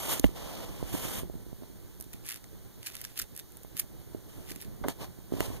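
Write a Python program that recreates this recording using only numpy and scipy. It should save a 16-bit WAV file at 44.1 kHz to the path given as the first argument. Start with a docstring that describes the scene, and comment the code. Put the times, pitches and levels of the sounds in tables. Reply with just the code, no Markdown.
"""A hedgehog chews mealworms at a bowl on a fleece cage liner: noise snaps that die within milliseconds over crackle.
The snaps and the crackle set the bowl ringing faintly, and the padded cage adds a short tail.
The hand that holds the camera slides, ticks and bumps on its resonant case, and something creaks once.
The quiet room is shaped noise: a low, slowly changing rumble under a steady hiss.
Two closely spaced microphone ports pick it all up, and stereo widening combs them."""
import sys
import numpy as np
from scipy import signal
from scipy.fft import rfft, irfft
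from scipy.io import wavfile

SR = 44100
rng = np.random.default_rng(int(sys.argv[2]) if len(sys.argv) > 2 else 0)


def int16_out(signal):
    """Quantize to a 16-bit WAV file."""
    q = np.round(np.clip(np.atleast_2d(signal).T, -1, 1) * 32767)
    wavfile.write(sys.argv[1], SR, q.astype(np.int16))


N = 246959
TIME = np.arange(N) / SR   # [s]

# All table levels are relative; the layers trim them further.
# rumble of the room and the holding hand: (time [s], level [dB])
STIR_LEVELS = [(0.0, -58), (1.2, -50), (1.31, -56), (1.92, -60), (3.68, -60), (4.91, -54.5), (5.16, -57),
               (5.6, -50.5)]
# colour of the room air: (frequency [Hz], spectral density [dB])
ROOM_COLOUR = [(25, -3.5), (52, 7), (80, 2), (120, 6.5), (150, -2), (185, 3), (240, -5.5), (330, -3.5),
               (600, -16), (1200, -26), (3000, -25), (8000, -25.5), (13000, -22), (16000, -22)]
# skin sliding on the case: (start [s], length [s], rumble level [dB], hiss level [dB])
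SLIDES = [(0, 0.18, -39.5, -37.5), (0.103, 0.034, -37, -31), (0.238, 0.027, -46.5, -46.5),
          (0.28, 0.064, -53, -59.5), (0.362, 0.28, -42, -49.5), (0.66, 0.33, -48.5, -53.5),
          (0.876, 0.042, -51, -48), (0.931, 0.12, -43, -40), (1.048, 0.15, -41.5, -38.5),
          (1.63, 0.05, -58, -81), (4.29, 0.28, -60.5, -58.5), (4.892, 0.0058, -37, -41),
          (5.008, 0.037, -41, -49.5), (5.33, 0.24, -48, -52), (5.401, 0.057, -41, -43.5)]
# colour of the sliding skin's rumble: (frequency [Hz], spectral density [dB])
RUMBLE_COLOUR = [(30, -8), (60, 3), (150, 3), (300, 2), (600, 0.5), (1000, -5.5), (1600, -16),
                 (3300, -13.5), (6000, -17), (15000, -51)]
# colour of its dry hiss: (frequency [Hz], spectral density [dB])
HISS_COLOUR = [(600, -25), (1000, 0.5), (1500, -3.5), (2200, -1), (3100, 3), (4200, -8), (5200, -4.5),
               (8000, -1.5), (12000, 0.5), (14500, -1.5), (16000, -11.5)]
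# fingers bumping the case, and the late dull slips of the creak near 4.85-4.87 s:
# (time [s], strength [dB], pitch of the excited spot [Hz], weight [dB], dull above [Hz])
KNOCKS = [(0.082, -28, 400, -10, 1500), (0.1974, -21, 300, 7, 1500), (0.2421, -8.5, 574, 0.5, 6000),
          (0.2455, -5, 278, 0.5, 6000), (0.2908, -29.5, 350, -9, 1500), (0.8275, -18.5, 524, 11, 1300),
          (.940, -21.5, 230, -4, 450), (0.9462, -23, 240, -1, 450), (.951, -23, 740, 1, 1000),
          (1.051, -26.5, 240, -7, 700), (1.233, -22.5, 332, 8, 900), (1.298, -26, 420, 9.5, 900),
          (1.341, -33, 475, 5, 900), (1.353, -23.5, 180, 11, 500), (1.465, -30.5, 300, 6, 600),
          (1.529, -26, 430, 10, 800), (1.622, -34, 400, -8, 900), (1.634, -37, 650, -3, 900),
          (1.70, -36, 358, -4, 450), (2, -33, 450, 10, 800), (2.065, -36, 150, 0, 350),
          (2.144, -33.5, 190, 4, 400), (2.21, -42, 150, 6, 350), (3.648, -32.5, 620, 9, 950),
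          (3.749, -31.5, 200, 4, 500), (4.1474, -24, 400, -1, 800), (4.513, -32.5, 330, -3, 600),
          (4.562, -33.5, 220, -2, 450), (4.652, -33, 200, -2, 450), (4.813, -27.5, 163, -4, 300),
          (4.849, -26.5, 520, -13, 1000), (4.8531, -24.5, 350, -1, 700), (4.8613, -25.5, 450, -6, 800),
          (4.8743, -31, 480, -8, 800), (4.884, -18.5, 825, -7, 1330), (5.187, -33, 260, 8, 600),
          (5.322, -18.5, 407, -4.5, 800), (5.338, -19, 410, -2.5, 810), (5.348, -29, 260, -9, 500),
          (5.367, -30, 480, -3, 800), (5.385, -26, 350, -2, 800), (5.4056, -15.5, 586, -1.5, 2200),
          (5.481, -20.5, 110, 9, 400), (5.5027, -28, 675, 4, 1200)]
# resonances of the case: (frequency [Hz], level [dB], time to fall 60 dB [s])
CASE_MODES = [(54.8, -10, 0.15), (101.5, -4.5, 0.069), (177.5, -8, 0.07), (273, -1, 0.032),
              (351, -4, 0.024), (619, -9.5, 0.032), (870, 7.5, 0.0022), (2110, 15, 0.0064),
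              (2800, 20.5, 0.014), (7000, -25, 0.0065)]
# hard clicks of the case under the fingers: (time [s], level [dB])
CASE_CLICKS = [(0.1963, -17.5), (0.2452, -26), (4.8845, -21.5), (5.4049, -21.5)]
# shell snaps: (time [s], strength [dB], body relative to the strength [dB])
SNAPS = [(1.9995, -21.5, -33), (2.006, -25, -28), (2.009, -15, -33), (2.0237, -18, -38), (2.0405, -28, -22),
         (2.131, -19, -25), (2.135, -26.5, -7.5), (2.2614, -21, -22), (2.265, -28, -13), (2.2745, -32, -8),
         (2.2875, -11, -22), (2.291, -22, -9), (2.2996, -16, -17), (2.3033, -24, -20.0),
         (2.3176, -20.5, -8.5), (2.3236, -23, -8.5), (2.342, -25.5, -5), (2.3513, -32, -16.0),
         (2.3587, -27, -5.5), (2.37, -30, -16), (2.4405, -38, 0.5), (2.829, -28, -7), (2.862, -14, -18),
         (2.866, -22, -9.5), (2.8696, -19, -12), (2.873, -19.0, -26), (2.879, -25.0, -13.5),
         (2.9518, -15, -18.5), (2.9663, -21.5, -11.5), (3.014, -15, -20.5), (3.041, -21.5, -8),
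         (3.049, -23, -1), (3.1662, -26, -16), (3.1755, -14, -14), (3.1786, -28, -11), (3.1897, -7, -19),
         (3.1936, -9.5, -21), (3.197, -20, 0), (3.216, -13.0, -15.5), (3.221, -13.5, -22), (3.35, -28, -24),
         (3.363, -15, -30), (3.375, -15, -27), (3.391, -19, -22), (3.3958, -19.5, -18), (3.52, -29, -28),
         (3.569, -20, -38), (3.632, -23.5, -33), (3.7675, -13, -19), (3.7748, -14.5, -22),
         (3.784, -17, -25), (3.7888, -19, -23), (3.7916, -12.5, -18), (3.795, -2, -25.5), (3.7966, -6, -29),
         (3.7998, -9.5, -23.5), (3.804, -16, -22), (4.494, -25, -15), (4.5058, -25, -7.5),
         (4.5175, -24, -6.5), (4.5515, -30, -22), (4.5593, -21.5, -16), (4.6135, -18, -26),
         (4.6213, -19, -19)]
# bites, the teeth crushing between snaps: (start [s], length [s], crackle level [dB])
BITES = [(2.13, 0.032, -51), (2.262, 0.11, -42), (2.288, 0.036, -37.5), (2.84, 0.17, -45),
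         (2.866, 0.023, -36), (3.0, 0.12, -49), (3.172, 0.054, -38), (3.37, 0.031, -44), (3.77, 0.047, -44),
         (4.487, 0.03, -40), (4.605, 0.039, -44.5)]
# resonances of the bowl: (frequency [Hz], level [dB], time to fall 60 dB [s])
BOWL_MODES = [(1910, -11, 0.03), (3130, -8, 0.043), (3660, 10.5, 0.071), (7200, -7, 0.016),
              (10800, 23, 0.016), (11300, 2, 0.016), (14100, 11, 0.013)]
# colour of breaking shell: (frequency [Hz], spectral density [dB])
SHELL_COLOUR = [(500, -3), (1000, 2.5), (1300, 2), (1900, 6), (2600, 6), (3400, 3), (4200, 4), (5400, 1.5),
                (6800, 3.5), (8500, 1), (10000, -2.5), (11200, 6.5), (12800, 2), (14300, 4.5), (15000, 1),
                (16000, -11)]
# resonances of the creak: (frequency [Hz], level [dB], time to fall 60 dB [s])
CREAK_MODES = [(192, -4, 0.035), (338, 5, 0.034), (437, 2, 0.036), (565, 3.5, 0.029), (780, -4, .018),
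               (970, 1, 0.012), (1490, -1, 0.0064), (2050, -9, 0.0076)]

SLIDE_ATTACK_S, SLIDE_RELEASE_S = 0.029, 0.039   # time to swell and to fade by 20 dB
CONTACT_CYCLES = 1.86   # the excited spot falls 60 dB in this many cycles
SETTLE_LAG_S, SETTLE_HZ, SETTLE_T60_S = 0.0039, 97, 0.042   # the case settles just after a knock
CLICK_T60_S = 0.0087
SNAP_RISE_S, SNAP_T60_S = 0.00097, 0.011   # a crack gathers speed, then dies
BITE_ATTACK_S, BITE_RELEASE_S = 0.036, 0.021   # time to swell and to fade by 20 dB
CAGE_DB, CAGE_T60_S = -17, 0.12   # tail of the padded cage
CREAK_START_S, CREAK_LENGTH_S = 4.839, 0.008
CREAK_ATTACK_S, CREAK_RELEASE_S = 0.0023, 0.052   # time to swell and to fade by 20 dB
# the slips slow down as the strain eases; rates before jitter
FIRST_SLIPS_PER_S, LAST_SLIPS_PER_S, SLOWING_S = 830, 210, 0.008
CREAK_DULLING_DB_PER_S, CREAK_DULL_ABOVE_HZ = 330, 410   # per octave above this
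PORT_GAP_S, COPY_SMEAR = 0.000389, 0.07   # delay and dulling of the combing copy
BASS_KEPT_DB, BASS_KEPT_BELOW_HZ = -11.5, 284   # plain bass left in the middle
CUTOFF_HZ = 15600


def from_db(db):
    """Decibels to gain."""
    return 10 ** (np.asarray(db) / 20)


def rms_one(x):
    """Scale to rms 1."""
    return x / np.sqrt(np.mean(x ** 2) + 1e-20)


def cut(x, hz, kind="low", order=2):
    """Butterworth low- or high-pass."""
    sos = signal.butter(order, min(hz, .45 * SR), kind, fs=SR, output="sos")
    return signal.sosfilt(sos, x + 1e-18)


def colour(x, points):
    """Causal (minimum-phase) filter with the given spectrum and unit power gain."""
    hz, db = np.transpose(points)
    grid = np.linspace(1, SR / 2, 4097)
    gain = rms_one(from_db(np.interp(np.log(grid), np.log(hz), db)))
    # folding the cepstrum makes the filter minimum-phase
    cepstrum = irfft(np.log(gain))
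    cepstrum[1:len(grid) - 1] *= 2
    cepstrum[len(grid):] = 0
    response = irfft(np.exp(rfft(cepstrum)))
    return signal.fftconvolve(x, response[None], axes=1)[:, :N]


def drift(hz):
    """Slow random wander of rms 1: noise low-passed at hz."""
    return rms_one(cut(rng.standard_normal(N + SR), hz)[SR:])


def ring(clicks, hz, t60):
    """A damped resonator: a unit click starts a decaying sine of starting height 1."""
    r, w = from_db(-60 / (t60 * SR)), 2 * np.pi * hz / SR
    return signal.lfilter([0, np.sin(w)], [1, -2 * r * np.cos(w), r * r], clicks + 1e-18)


def port_noise(shared):
    """White noise at the two ports; shared is the part of its power common to both."""
    shared = np.clip(shared, 0, 1)
    own = np.sqrt(1 - shared) * rng.standard_normal((2, N))
    return own + np.sqrt(shared) * rng.standard_normal(N)


def swells(rows, attack_s, release_s):
    """Gain that swells, holds and fades for each (start [s], length [s], level [dB])."""
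    power = np.zeros(N)
    for start, length, db in rows:
        before = np.maximum((start - TIME) / attack_s, 0)
        after = np.maximum((TIME - start - length) / release_s, 0)
        power += from_db(db - 20 * np.minimum(before + after, 10)) ** 2
    return np.sqrt(power)


def room(hiss_db, stir_db, waver_db):
    """Steady faint hiss over a low, slowly changing rumble, both from one coloured noise."""
    air = colour(port_noise(0.26), ROOM_COLOUR)
    stir = from_db(np.interp(TIME, *np.transpose(STIR_LEVELS)) + stir_db + waver_db * drift(10.6))
    rumble = stir * cut(air, 854)
    hiss = from_db(hiss_db) * cut(air, 865, "high")
    return (rumble - hiss) * from_db([[-5], [0]])


def rubbing(rumble_db, hiss_db, rough_db, left_db, hiss_left_db):
    """Skin catches and slides: an uneven rumble with a dry hiss on top."""
    catch = from_db(rough_db * drift(60))
    pressing = swells([(s, length, db) for s, length, db, _ in SLIDES], SLIDE_ATTACK_S, SLIDE_RELEASE_S)
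    sliding = swells([(s, length, db) for s, length, _, db in SLIDES], SLIDE_ATTACK_S, SLIDE_RELEASE_S)
    rumble = from_db(rumble_db) * pressing * colour(port_noise(0.066) * catch, RUMBLE_COLOUR)
    hiss = from_db(hiss_db) * sliding * colour(port_noise(0.052) * catch, HISS_COLOUR)
    return rumble * from_db([[left_db], [0]]) + hiss * from_db([[hiss_left_db], [0]])


def grip_ticks(per_s, db, soft_hz):
    """The grip keeps shifting: tiny dull ticks ring the case at the right port, stronger as the hand stirs."""
    touches = (rng.random(N) < per_s / SR) * rng.uniform(-1.06, 1, N)
    ringing = sum(from_db(mode_db) * ring(touches, hz, t60) for hz, mode_db, t60 in CASE_MODES)
    ticks = rms_one(cut(ringing, soft_hz))
    stir = from_db(db + np.interp(TIME, *np.transpose(STIR_LEVELS)))
    return stir * ticks * np.array([[0], [1]])


def case_knocks(db, left_db, vary_db, bass_hz, settle_db):
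    """Finger bumps and late creak slips ring the case, mostly at the right port; weight adds a low late thud."""
    out, t = np.zeros(N + SR), TIME[:SR // 5]
    late = np.maximum(t - SETTLE_LAG_S, 0)
    settle = rms_one(np.sin(2 * np.pi * SETTLE_HZ * late) * from_db(-60 * late / SETTLE_T60_S))
    click = signal.unit_impulse(len(t))
    for start, knock_db, spot_hz, weight_db, soft_hz in KNOCKS:
        push = np.diff(ring(click, spot_hz, CONTACT_CYCLES / spot_hz), prepend=0)
        ringing = np.zeros(len(t))
        for hz, mode_db, t60 in CASE_MODES:
            # weight only moves the lowest modes
            level_db = mode_db + weight_db * (hz < bass_hz) + vary_db * rng.normal()
            ringing += from_db(level_db) * ring(push, hz, t60) / hz
        knock = rms_one(cut(ringing, soft_hz)) + from_db(settle_db + weight_db) * settle
        at = round(start * SR)
        out[at:at + len(t)] += from_db(knock_db + db) * knock
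    return np.array([from_db(left_db) * out[:N], out[:N]])


def case_clicks(low_hz, left_db):
    """The case gives under the fingers with a short bright crack of decaying noise."""
    gain = np.zeros(N)
    for start, db in CASE_CLICKS:
        fall_db = 60 * np.clip((TIME - start) / CLICK_T60_S, 0, 3)
        gain += (TIME >= start) * from_db(db - fall_db)
    return cut(gain * port_noise(0.24), low_hz, "high") * from_db([[left_db], [0]])


def snaps(body_db, crisp_db, split_hz, jag_db, shared):
    """Each snap is a run of tiny fractures, dead in milliseconds; scattering in the bowl parts the ports."""
    body, crisp, t = np.zeros((2, N)), np.zeros((2, N)), TIME[:SR // 20]
    shape = np.minimum(t / SNAP_RISE_S, 1) ** 2 * from_db(-60 * t / SNAP_T60_S)
    fractures = port_noise(shared) * from_db(jag_db * rng.standard_normal(N))
    for start, strength_db, low_db in SNAPS:
        at = round(start * SR)
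        span = slice(at, at + len(t))
        burst = shape * fractures[:, span]
        # strength sets the energy of the whole burst
        burst *= from_db(strength_db) / np.linalg.norm(burst, axis=1, keepdims=True)
        body[:, span] += from_db(low_db + body_db) * burst
        crisp[:, span] += from_db(crisp_db) * burst
    return cut(body, split_hz) - cut(crisp, split_hz, "high")


def crackle(per_s, spread_db, clump_db, grain_t60, db):
    """Clumps of fine grains while the teeth crush the shell, each a tiny dying burst."""
    grains = rng.random(N) < per_s / SR
    size_db = spread_db * np.minimum(rng.exponential(1, N), 3) + clump_db * drift(160)
    sizes = grains * from_db(size_db)
    power_decay = from_db(-60 / (grain_t60 * SR)) ** 2
    power = signal.lfilter([1], [1, -power_decay], sizes ** 2 + 1e-18)
    texture = rms_one(np.sqrt(power) * port_noise(0.59))
    return from_db(db) * swells(BITES, BITE_ATTACK_S, BITE_RELEASE_S) * texture


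def bowl_ring(x, db):
    """The chewing sets the resonances of the bowl ringing faintly."""
    return x + sum(from_db(mode_db + db) * ring(x, hz, t60) for hz, mode_db, t60 in BOWL_MODES)


def from_bowl(x, lag_s):
    """Sound reaches the right port first; the padded cage adds a faint short tail."""
    t = TIME[:SR // 3]
    echoes = rng.standard_normal((2, len(t))) * from_db(-60 * t / CAGE_T60_S)
    echoes *= from_db(CAGE_DB) / np.linalg.norm(echoes, axis=1, keepdims=True)
    direct = np.array([np.interp(TIME - lag_s, TIME, x[0]), x[1]])
    return direct + signal.fftconvolve(x, echoes, axes=1)[:, :N]


def creak(jitter, db, low_hz):
    """A brief run of uneven slips that starts bright, then slows down and dulls."""
    age = np.maximum(TIME - CREAK_START_S, 0)
    per_s = LAST_SLIPS_PER_S + (FIRST_SLIPS_PER_S - LAST_SLIPS_PER_S) * np.exp(-age / SLOWING_S)
    turns = np.cumsum(per_s * np.exp(jitter * drift(250))) / SR
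    # one slip at each whole turn
    slips = np.diff(np.floor(turns), prepend=0)
    slips *= swells([(CREAK_START_S, CREAK_LENGTH_S, db)], CREAK_ATTACK_S, CREAK_RELEASE_S)
    sound = np.zeros(N)
    for hz, mode_db, t60 in CREAK_MODES:
        octaves_above = max(np.log2(hz / CREAK_DULL_ABOVE_HZ), 0)
        level_db = mode_db - CREAK_DULLING_DB_PER_S * age * octaves_above
        sound += ring(slips * from_db(level_db), hz, t60)
    return cut(sound, low_hz, "high") * from_db([[-4], [0]])


def comb(x, share):
    """A copy delayed by the port gap cuts even notches; it is a little dull, so high ones stay shallow."""
    lag = round(PORT_GAP_S * SR)
    copy = np.zeros(lag + 2)
    copy[lag - 1:] = COPY_SMEAR, 1 - 2 * COPY_SMEAR, COPY_SMEAR
    return signal.lfilter(signal.unit_impulse(lag + 2) + np.clip(share, -1, 1) * copy, [1], x)


def widen(ports, sum_share, side_share):
    """Stereo widening combs the sum and the difference of the ports, which sounds hollow."""
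    left, right = ports / 2
    bass = from_db(BASS_KEPT_DB) * cut(left + right, BASS_KEPT_BELOW_HZ, order=1)
    mid = comb(left + right, -sum_share) + bass
    side = comb(left - right, side_share)
    return np.array([mid + side, mid - side])


def scene():
    """The chewing comes through thin and fairly plain; handling noise and room air are deeply combed."""
    chewing = snaps(body_db=13.5, crisp_db=3.5, split_hz=9400, jag_db=2.5, shared=0.69)
    chewing += crackle(per_s=900, spread_db=1.5, clump_db=3.0, grain_t60=0.0034, db=-6)
    chewing = from_bowl(bowl_ring(chewing, db=-51.5), lag_s=0.00009)
    chewing = cut(colour(chewing, SHELL_COLOUR), 1330, "high", order=4)
    hedgehog = widen(chewing * from_db([[-2.5], [0]]), sum_share=0.17, side_share=0.43)

    case_noise = case_knocks(db=-19.0, left_db=-21.5, vary_db=3, bass_hz=140, settle_db=-15.5)
    case_noise += grip_ticks(per_s=16, db=-3, soft_hz=420)
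    case_noise += rubbing(rumble_db=0.0, hiss_db=-0.5, rough_db=1.17, left_db=-4, hiss_left_db=-3.0)
    case_noise += creak(jitter=0.36, db=-38.5, low_hz=220)
    case_noise += case_clicks(low_hz=4170, left_db=-3.5)
    air = room(hiss_db=-48.5, stir_db=10.5, waver_db=2.5)
    return hedgehog + widen(case_noise + air, sum_share=0.81, side_share=0.67)


def record(dry):
    """A steep elliptic low-pass cuts the top."""
    return signal.sosfilt(signal.ellip(10, .3, 80, CUTOFF_HZ, fs=SR, output="sos"), dry)


dry = scene()
out = record(dry)
int16_out(out)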